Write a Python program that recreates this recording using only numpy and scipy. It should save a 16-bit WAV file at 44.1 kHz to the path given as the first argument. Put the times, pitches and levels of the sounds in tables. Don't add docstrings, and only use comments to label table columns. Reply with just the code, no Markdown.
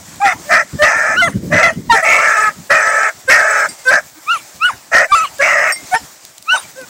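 import sys
import numpy as np
from scipy import signal
from scipy.fft import rfft, irfft, next_fast_len
from scipy.io import wavfile
from scipy.ndimage import uniform_filter1d, map_coordinates

SR = 44100
rng = np.random.default_rng(int(sys.argv[2]) if len(sys.argv) > 2 else 0)


def store_pcm(level_fs):
    pcm = np.round(np.clip(level_fs, -1, 1) * 32767).astype(np.int16)
    wavfile.write(sys.argv[1], SR, np.atleast_2d(pcm).T)


def gain_from_db(level_db):
    decades = np.asarray(level_db, float) / 20
    return 10 ** decades


N = 303835
CLOCK = np.arange(N) / SR
ATTACK_S, RELEASE_S, RELEASE_DB = 0.022, 0.024, -22.5


def unit(x):
    return x / np.sqrt(np.mean(x ** 2) + 1e-20)


def along(points, hz):
    f, v = np.transpose(points)
    return np.interp(np.log(hz + 1), np.log(f + 1), v)


def curves(rows, t=CLOCK):
    s, *cols = np.transpose(rows)
    return [np.interp(t, s, c) for c in cols]


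def wobble(rate_hz, size=N):
    knots = rng.standard_normal(int(max(size, SR) * rate_hz / SR) + 4)
    return map_coordinates(knots, [np.arange(size) * rate_hz / SR])


def filtered(x, response):
    m = next_fast_len(len(x) + 4096)
    return irfft(rfft(x, m) * response(np.fft.rfftfreq(m, 1 / SR)), m)[:len(x)]


def resonance_power(mode, f):
    center_hz, width_hz, db = mode
    damping = 1j * f * width_hz
    return np.abs(gain_from_db(db) * damping / (center_hz * center_hz - f * f + damping + 1e-9)) ** 2


def span(rows, fade_s):
    cut = slice(round(rows[0][0] * SR), round(rows[-1][0] * SR))
    t = CLOCK[cut]
    return cut, t, np.clip(np.minimum(t - t[0], t[-1] - t) / max(fade_s, .001), 0, 1)


def smooth_patches(shape, bins, frames):
    return uniform_filter1d(uniform_filter1d(rng.standard_normal(shape), bins, axis=0), frames, axis=1)


def noise(spectrum, patchy_db):
    z = signal.stft(rng.standard_normal(N), nperseg=512)[2]
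    patches = gain_from_db(patchy_db * unit(smooth_patches(z.shape, 6, 10)))
    white = signal.istft(z * patches, nperseg=512)[1][:N]
    points = [(10, -120)] + list(spectrum) + [(17000, -120)]
    return unit(filtered(white, lambda hz: gain_from_db(along(points, hz))))


def effort(points, peak_db, chest_db, mouth_hz, gape):
    chest_holds, rasp_db, rasp_holds = 0.58, -17, 0.2
    return [(s, db, chest_db - chest_holds * (db - peak_db), mouth_hz * (1 + gape * max(db - peak_db, 0)),
             rasp_db - rasp_holds * (db + 4)) for s, db in points]


def bay(s, length_s, punch_db, hold_db, mouth_hz):
    onset_db, settle_s, second_wind_s, second_wind_db, tires_db = -4.5, 0.12, 0.072, 0.5, -1
    end_s = s + length_s
    points = [(s, punch_db + onset_db),
              (s + ATTACK_S, punch_db),
              (s + ATTACK_S + settle_s, hold_db),
              (end_s - second_wind_s, hold_db + second_wind_db),
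              (end_s - RELEASE_S, hold_db + tires_db),
              (end_s, hold_db + RELEASE_DB)]
    return effort(points, hold_db, -10.5, mouth_hz, gape=.011)


def bark(s, length_s, peak_db, chest_db, mouth_hz):
    onset_db, shoulder_db, crest_share, tires_db = -24, -3.5, 0.38, -10
    end_s = s + length_s
    points = [(s, peak_db + onset_db),
              (s + ATTACK_S, peak_db + shoulder_db),
              (s + crest_share * length_s, peak_db),
              (end_s - RELEASE_S, peak_db + tires_db),
              (end_s, peak_db + tires_db + RELEASE_DB)]
    return effort(points, peak_db, chest_db, mouth_hz, gape=0)


def hoarse():
    # start_s, length_s, punch_db, hold_db, mouth_hz
    bays = [
        (0.819, 0.36, -3, -12.5, 1748),
        (2.701, 0.417, -4, -12.5, 1717),
        (3.294, 0.39, 1, -11.5, 1652),
        (5.409, 0.33, -6, -10.5, 1902),
    ]
    # start_s, length_s, peak_db, chest_db, mouth_hz
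    barks = [
        (0.234, 0.12, -8, -28.5, 1876),
        (.49, 0.15, -2.5, -13, 1807),
        (1.509, 0.22, -7.5, -7, 1875),
        (1.938, 0.096, -6.5, -16.5, 1800),
        (2.031, 0.26, -6.5, -11.5, 2166),
        (2.199, 0.26, -8.5, -17, 1756),
        (2.391, 0.14, -15, -16.5, 1770),
        (3.894, 0.12, -3, -14, 1694),
        (4.913, .16, -2.5, -11, 1846),
        (5.927, 0.055, -11, -32, 1820),
    ]
    # center_hz, width_hz, level_db
    rasp_modes = [(5200, 410, 12), (6050, 390, 13.5), (6730, 116, 14.5), (7810, 270, 12.5), (9200, 2000, 2)]
    chest, pharynx = (625, 125, 0), (1310, 240, -4)  # Hz, width Hz, dB
    stft = dict(fs=SR, nperseg=1024, noverlap=896)
    out = np.zeros(N)
    for rows in [bark(*row) for row in barks] + [bay(*row) for row in bays]:
        cut, t, gate = span(rows, fade_s=0.0042)
        db, chest_db, _, rasp_db = curves(rows, t)
        cycle = np.cumsum(436 * (1 + .08 * wobble(200, size=len(t)))) / SR % 1
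        puffs = (0.25 + np.exp(-cycle * 4)) * rng.standard_normal(len(t))
        f, frames, z = signal.stft(puffs, **stft)
        streaks = smooth_patches((len(z), SR // 128), 2, 34)[:, :len(frames)]
        z = z * gain_from_db(3.8 * unit(streaks))

        def through(gain):
            return unit(signal.istft(z * gain, **stft)[1][:len(t)])

        f = f[:, None]
        mouth_hz = curves(rows, frames + t[0])[2]
        lips_hz = np.minimum(1.35 * mouth_hz, 2650)
        band = 1 / (1 + (f / (1.1 * lips_hz)) ** 14) / (1 + (480 / (f + 1)) ** 10)
        modes = [pharynx, (mouth_hz, 290, 0), (lips_hz, 170, -6)]
        tract = sum(resonance_power(mode, f) for mode in modes)
        voice = through(band * (tract + 0.035))
        voice += gain_from_db(chest_db) * through(band * resonance_power(chest, f))
        power = np.abs(uniform_filter1d(voice ** 2, size=441)) / np.mean(voice ** 2)
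        voice = voice / (power + .1) ** .3
        lift = 1 + 0.13 * (frames - .15)
        rasp_floor = .03 * (f > 2900) / (1 + (f / 11000) ** 4)
        rasp = through(sum(resonance_power(mode, f / lift) for mode in rasp_modes) + rasp_floor)
        out[cut] += gate * gain_from_db(db - 1.5) * (voice + gain_from_db(rasp_db - 2.0) * rasp)
    return out


def partials(rows, t, levels_db, jitter, flutter_db):
    hz = curves(rows, t)[0]
    phase = 2 * np.pi * np.cumsum(hz * (1 + jitter * wobble(160.2, size=len(t)))) / SR
    out = np.zeros(len(t))
    for k, db in enumerate(levels_db, 1):
        size = gain_from_db(db + flutter_db * k ** 0.53 * wobble(68.5, size=len(t))) * (k * hz < SR / 3)
        out += np.sqrt(2) * size * np.cos(k * phase - k / 2)
    return out


def chest_notes(calls, jitter, flutter_db, even_db):
    # freq_hz, level_db
    throat = [(470, -42), (800, -5), (1290, 9.5), (1810, 5.5), (2280, -4.5), (2940, -16), (3590, -21.5),
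              (4390, -24), (5190, -25), (7930, -13), (9290, -28), (10000, -17), (13000, -76), (22000, -120)]
    out = np.zeros(N)
    for rows in calls:
        cut, t, gate = span(rows, fade_s=0.0053)
        hz, first_db, third_db = curves(rows, t)
        base_db = third_db - along(throat, 3 * hz)
        upper = [base_db + along(throat, k * hz) + even_db * (k % 2 == 0) for k in range(2, 21)]
        out[cut] += gate * partials(rows, t, [first_db] + upper, jitter, flutter_db)
    return out


def lead_in(s, swell_s, hz, first_db, third_db):
    swell_db, swell_climb = -24.5, 0.0165
    break_s, break_db, break_climb = 0.0245, -13.5, 0.048
    return [(s - swell_s, hz * (1 - swell_climb), first_db + swell_db, third_db + swell_db),
            (s, hz, first_db, third_db),
            (s + break_s, hz * (1 + break_climb), first_db + break_db, third_db + break_db / 2)]


def droop(s, fall_s, hz, first_db, third_db):
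    swell_s, climb, fade_db, sag_per_s = .036, 0.0597, -17.5, 1.7
    return [(s - swell_s, hz * (1 - climb), first_db + fade_db, third_db + fade_db / 2),
            (s, hz, first_db, third_db),
            (s + fall_s, hz * (1 - sag_per_s * fall_s), first_db + fade_db, third_db)]


def clear_notes():
    # crest_s, swell_s, pitch_hz, first_db, third_db (partials)
    lead_ins = [
        (.508, 0.057, 596, -22, -30),
        (.828, 0.042, 600.3, -3.5, -8.5),
        (1.53, .03, 586, -10, -19.5),
        (2.03, 0.01, 644, -14.5, -15.5),
        (2.71, .017, 564.7, -10, -8.5),
        (3.291, .017, 525.5, -11.5, -7.5),
        (3.89, .04, 514, -13, -4),
        (5.112, 0.036, 778, -30, -28),
        (5.406, 0.018, 555.6, -10, -13),
        (5.936, 0.027, 741, -9.5, -18.5),
    ]
    # crest_s, fall_s, pitch_hz, first_db, third_db (partials)
    droops = [
        (.236, 0.096, 822.4, -6.5, -31),
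        (1.955, 0.064, 805, -14.5, -32),
        (4.186, 0.019, 317, -39.5, -55.5),
        (6.79, 0.061, 533.4, -29.5, -35.5),
    ]
    calls = [lead_in(*row) for row in lead_ins] + [droop(*row) for row in droops]
    return chest_notes(calls, jitter=.005, flutter_db=1.2, even_db=-9)


def tone(s, end_s, first_hz, last_hz, db):
    scoop, scoop_s, fade_db = 0.0407, 0.0509, -2
    low_db = db - 19.5
    return [(s, first_hz * (1 - scoop), low_db + fade_db, db + fade_db / 2),
            (s + scoop_s, first_hz, low_db, db),
            (end_s - scoop_s, last_hz, low_db, db),
            (end_s, last_hz * (1 - scoop / 2), low_db + 2 * fade_db, db + fade_db)]


def held_tones():
    # start_s, end_s, first_hz, last_hz, third_db (partial)
    tones = [
        (.84, 1.171, 468.7, 438, -26),
        (2.04, 2.389, 444, 439, -19),
        (2.365, 2.498, 433, 431, -14),
        (2.74, 3.099, 435.5, 435.4, -19.5),
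        (3.336, 3.666, 431.5, 432, -19.5),
        (5.452, 5.706, 435, 431, -27),
    ]
    return chest_notes([tone(*row) for row in tones], jitter=.008, flutter_db=1.4, even_db=0)


def doubled(points, since_s, half_db, octave_db, later_octave_db):
    single_db = -49
    return [(s, hz, db + half_db, db, db + later_octave_db) if s > since_s
            else (s, hz, db + single_db, db, db + octave_db) for s, hz, db in points]


def arch(s, hz, sag_hz, drop_hz, db):
    climb_s, climb_hz_per_s, voiced_s, hold_s, drop_s = 0.064, 2900, 0.032, 0.033, .028
    unvoiced_db, voiced_db, held_db, dropped_db = -44, -5.5, -4, -16.5
    half_db, octave_db, doubled_octave_db = -24.5, -5, -10
    sag_s, low_hz = s + hold_s, hz - sag_hz
    points = [(s - climb_s, hz - climb_hz_per_s * climb_s, db + unvoiced_db),
              (s - climb_s + voiced_s, hz - climb_hz_per_s * (climb_s - voiced_s), db + voiced_db),
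              (s, hz, db),
              (sag_s, low_hz, db + held_db),
              (sag_s + drop_s / 2, low_hz - drop_hz / 2, db + 2 * held_db),
              (sag_s + drop_s, low_hz - drop_hz, db + dropped_db)]
    return doubled(points, s + hold_s / 2, half_db, octave_db, octave_db + doubled_octave_db)


def yelps():
    # top_s, top_hz, hold_sag_hz, final_drop_hz, level_db
    arches = [
        (4.318, 715, 49, 128, -11),
        (4.654, 739, 18.5, 346, -9.5),
        (6.523, 747, -10.5, 313, -9),
    ]
    # time_s, pitch_hz, level_db
    broken = [
        [(.215, 580, -19), (.25, 684, -27.5), (.3, 711.6, -31), (.325, 722, -23), (.34, 530, -52)],
        [(1.16, 643, -20.5), (1.18, 731, -12.5), (1.205, 765, -8), (1.225, 687, -8), (1.27, 675, -21),
         (1.285, 550, -19.5), (1.3, 396, -51)],
        [(1.628, 716, -10.5), (1.645, 668, -11.5), (1.68, 688, -20), (1.705, 566, -28)],
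        [(1.888, 459, -60), (1.9, 482, -8), (1.915, 468.5, -3), (1.925, 456.4, -4), (1.955, 448.4, -15),
         (1.965, 440, -28)],
        [(5.112, 568, -42), (5.122, 594.5, -3), (5.147, 579, -.5), (5.154, 678, -7), (5.2, 635, -13),
         (5.23, 664, -15), (5.262, 522, -21.5)],
        [(5.938, 421, -13), (5.952, 454, -13), (5.972, 454, -18.5), (5.99, 485, -55)],
    ]
    # from_s, half_db, octave_before_db, octave_after_db
    doubling = [
        (.24, 0.5, -2, -18),
        (1.22, -3.5, -7.5, -25),
        (1.61, -1, -9, -27),
        (1.922, -6.5, -6.5, 1),
        (5.115, -26, 4, -12.5),
        (5.945, -15, -10, -5),
    ]
    # partial_number, level_db
    squeal = [(4, 0), (6, -18), (10, -29), (16, -44)]
    calls = [arch(*row) for row in arches] + [doubled(y, *d) for y, d in zip(broken, doubling)]
    out, push = np.zeros(N), np.zeros(N)
    for rows in calls:
        cut, t, gate = span(rows, fade_s=0.0025)
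        _, half_db, main_db, octave_db = curves(rows, t)
        levels = [half_db, main_db]
        for k in range(3, 17):
            levels.append(half_db + 4.0 - 7 * (k - 3) if k % 2 else octave_db + along(squeal, k))
        out[cut] += gate * partials(rows, t, levels, jitter=.007, flutter_db=1.1)
        push[cut] += gate * gain_from_db(main_db)
    linger = gain_from_db(-60 * CLOCK[:SR // 3] / 0.21)
    breath_spectrum = [(500, -9.0), (900, 11.5), (1900, 3), (3500, 0.5), (9000, -4.0), (15000, -30)]  # Hz, dB
    air = noise(breath_spectrum, patchy_db=9.0)
    return out + gain_from_db(-10.5) * signal.fftconvolve(push, linger / linger.sum())[:N] * air


def trees(x):
    # freq_hz, t60_s
    decay = [(300, 0.23), (2000, 0.22), (9000, 0.45)]
    hz, t, z = signal.stft(rng.standard_normal(SR // 2), SR, nperseg=256)
    tail = signal.istft(z * gain_from_db(-60 * t / along(decay, hz)[:, None]), SR, nperseg=256)[1]
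    return signal.fftconvolve(np.pad(x, (500, 0)), tail / np.linalg.norm(tail))[:N]


def bell():
    # freq_hz, t60_s
    modes = [(2110, 0.2), (4790, 0.14), (5515, 0.12), (7515, 0.11), (8540, 0.2), (8955, 0.073),
             (13790, .07)]
    # time_s, hum_db, wall_db, rim_db, top_db
    strikes = [
        (.7, -47, -53, -56, -62),
        (1.78, -44, -62, -57, -60),
        (3.688, -33, -25.5, -28.5, -55),
        (3.79, -37, -42, -49, -58),
        (5.722, -26, -26, -14.5, -22),
        (5.76, -24, -47, -27, -52),
    ]
    out, t = np.zeros(N + SR), CLOCK[:SR // 2]
    for s, hum_db, wall_db, rim_db, top_db in strikes:
        levels = [hum_db, wall_db, rim_db, wall_db, rim_db, wall_db, top_db]
        ring = np.zeros(len(t))
        for db, (hz, t60_s) in zip(levels, modes):
            ring += gain_from_db(db + rng.normal() - 60 * t / t60_s) * np.sin(2 * np.pi * hz * t)
        out[round(s * SR):][:len(t)] += ring * (1 - np.exp(-t / 0.00033))
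    return out[:N]


def crackle():
    # time_s, peak_db
    twigs = [
        (0.1594, -19),
        (5.3846, -11.5),
        (6.251, -12),
        (6.3814, -15),
        (6.4254, -15.5),
        (6.8138, -17),
    ]
    snaps = np.zeros(N)
    snaps[rng.integers(0, N, size=260)] = gain_from_db(-41 + 7.1 * rng.standard_normal(260).clip(max=2))
    for s, db in twigs:
        snaps[round(s * SR)] = gain_from_db(db - 3.5)
    decay = gain_from_db(-60 * CLOCK[:800] / .012)
    bursts = signal.fftconvolve(snaps, decay)[:N] * rng.standard_normal(N)
    return filtered(bursts, lambda f: 1 / (1 + (3000 / (f + 1)) ** 4) / (1 + (f / 9000) ** 2))


def weeds():
    # time_s, level_db
    rustle = [(0, -42.5), (.34, -37), (.77, -42), (1.9, -44.5), (2.11, -33.5), (2.51, -41.5), (3.26, -42),
              (3.6, -36.5), (4.1, -42), (4.72, -41.5), (5.66, -38), (6.05, -35.5), (6.14, -42.5),
              (6.34, -45.5), (6.42, -41.5), (6.7, -41), (6.89, -39.5)]
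    # freq_hz, level_db_per_hz
    field = [(150, -53), (250, -19.5), (306, -6), (353, -7.5), (460, -10), (497, -6.5), (619, -2),
             (1400, -7), (1880, -5.5), (2910, -11), (3740, -9.5), (7680, -4), (10500, -19), (13600, -55),
             (22000, -120)]
    # freq_hz, level_db_per_hz
    fine_spectrum = [(8000, -13), (10500, -11.5), (13000, -7.5), (15800, -3.5)]
    (rustle_db,) = curves(rustle)
    fine_db = -49 + 0.91 * (rustle_db - rustle_db.mean())
    stir = wobble(30)
    coarse = gain_from_db(rustle_db + 0.8 + 1.4 * stir + 1.8 * wobble(7)) * noise(field, patchy_db=1.3)
    fine = gain_from_db(fine_db + 2.2 * stir + 0.75 * wobble(6)) * noise(fine_spectrum, patchy_db=2.5)
    return coarse + fine


def wind():
    # time_s, level_db
    strength = [(0, -39.5), (.34, -39), (.77, -45), (1.06, -32.5), (1.44, -21), (1.69, -25.5),
                (1.94, -32.5), (2.11, -73), (2.51, -40), (2.97, -52.5), (3.72, -52.5), (5.66, -48.5),
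                (6.26, -54.5), (6.89, -49)]
    # time_s, peak_db
    bumps = [
        (0.736, -4),
        (1.77, -0.5),
        (3.699, -23),
        (4.739, -19),
        (5.822, -17),
        (6.017, -14),
    ]
    # freq_hz, level_db_per_hz
    gusts = [(15, -42), (25, -29), (75, -3.5), (194, -1), (291, -4.5), (644, -23.5), (700, -39), (910, -53),
             (1540, -120)]
    (wind_db,) = curves(strength)
    puffs = sum(gain_from_db(db - 22.0) * np.exp(-((CLOCK - s - .015) / 0.018) ** 2) for s, db in bumps)
    lumps = unit(gain_from_db(4 * wobble(45) + 0.8 * wobble(12)))
    return (gain_from_db(wind_db) * lumps + puffs) * noise(gusts, patchy_db=4.0)


def scene():
    pack = hoarse() + clear_notes() + held_tones() + yelps()
    echo = gain_from_db(-24) * trees(pack)
    return (pack + echo + bell() + crackle() + weeds() + wind())[None]


def band_limit(x):
    return signal.sosfilt(signal.butter(12, 16990, fs=SR, output="sos"), x)


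def record(dry):
    top_hz, low_cut_hz, clip_level = 15830, 50, .715
    x = dry[0] + 0.002 * dry[0] ** 2
    clipped = x / (1 + np.abs(x / clip_level) ** 12) ** (1 / 12)
    mix = filtered(clipped, lambda hz: (hz < top_hz) * hz / np.hypot(hz, low_cut_hz))[None]
    return band_limit(mix)


dry = scene()
out = record(dry)
store_pcm(out)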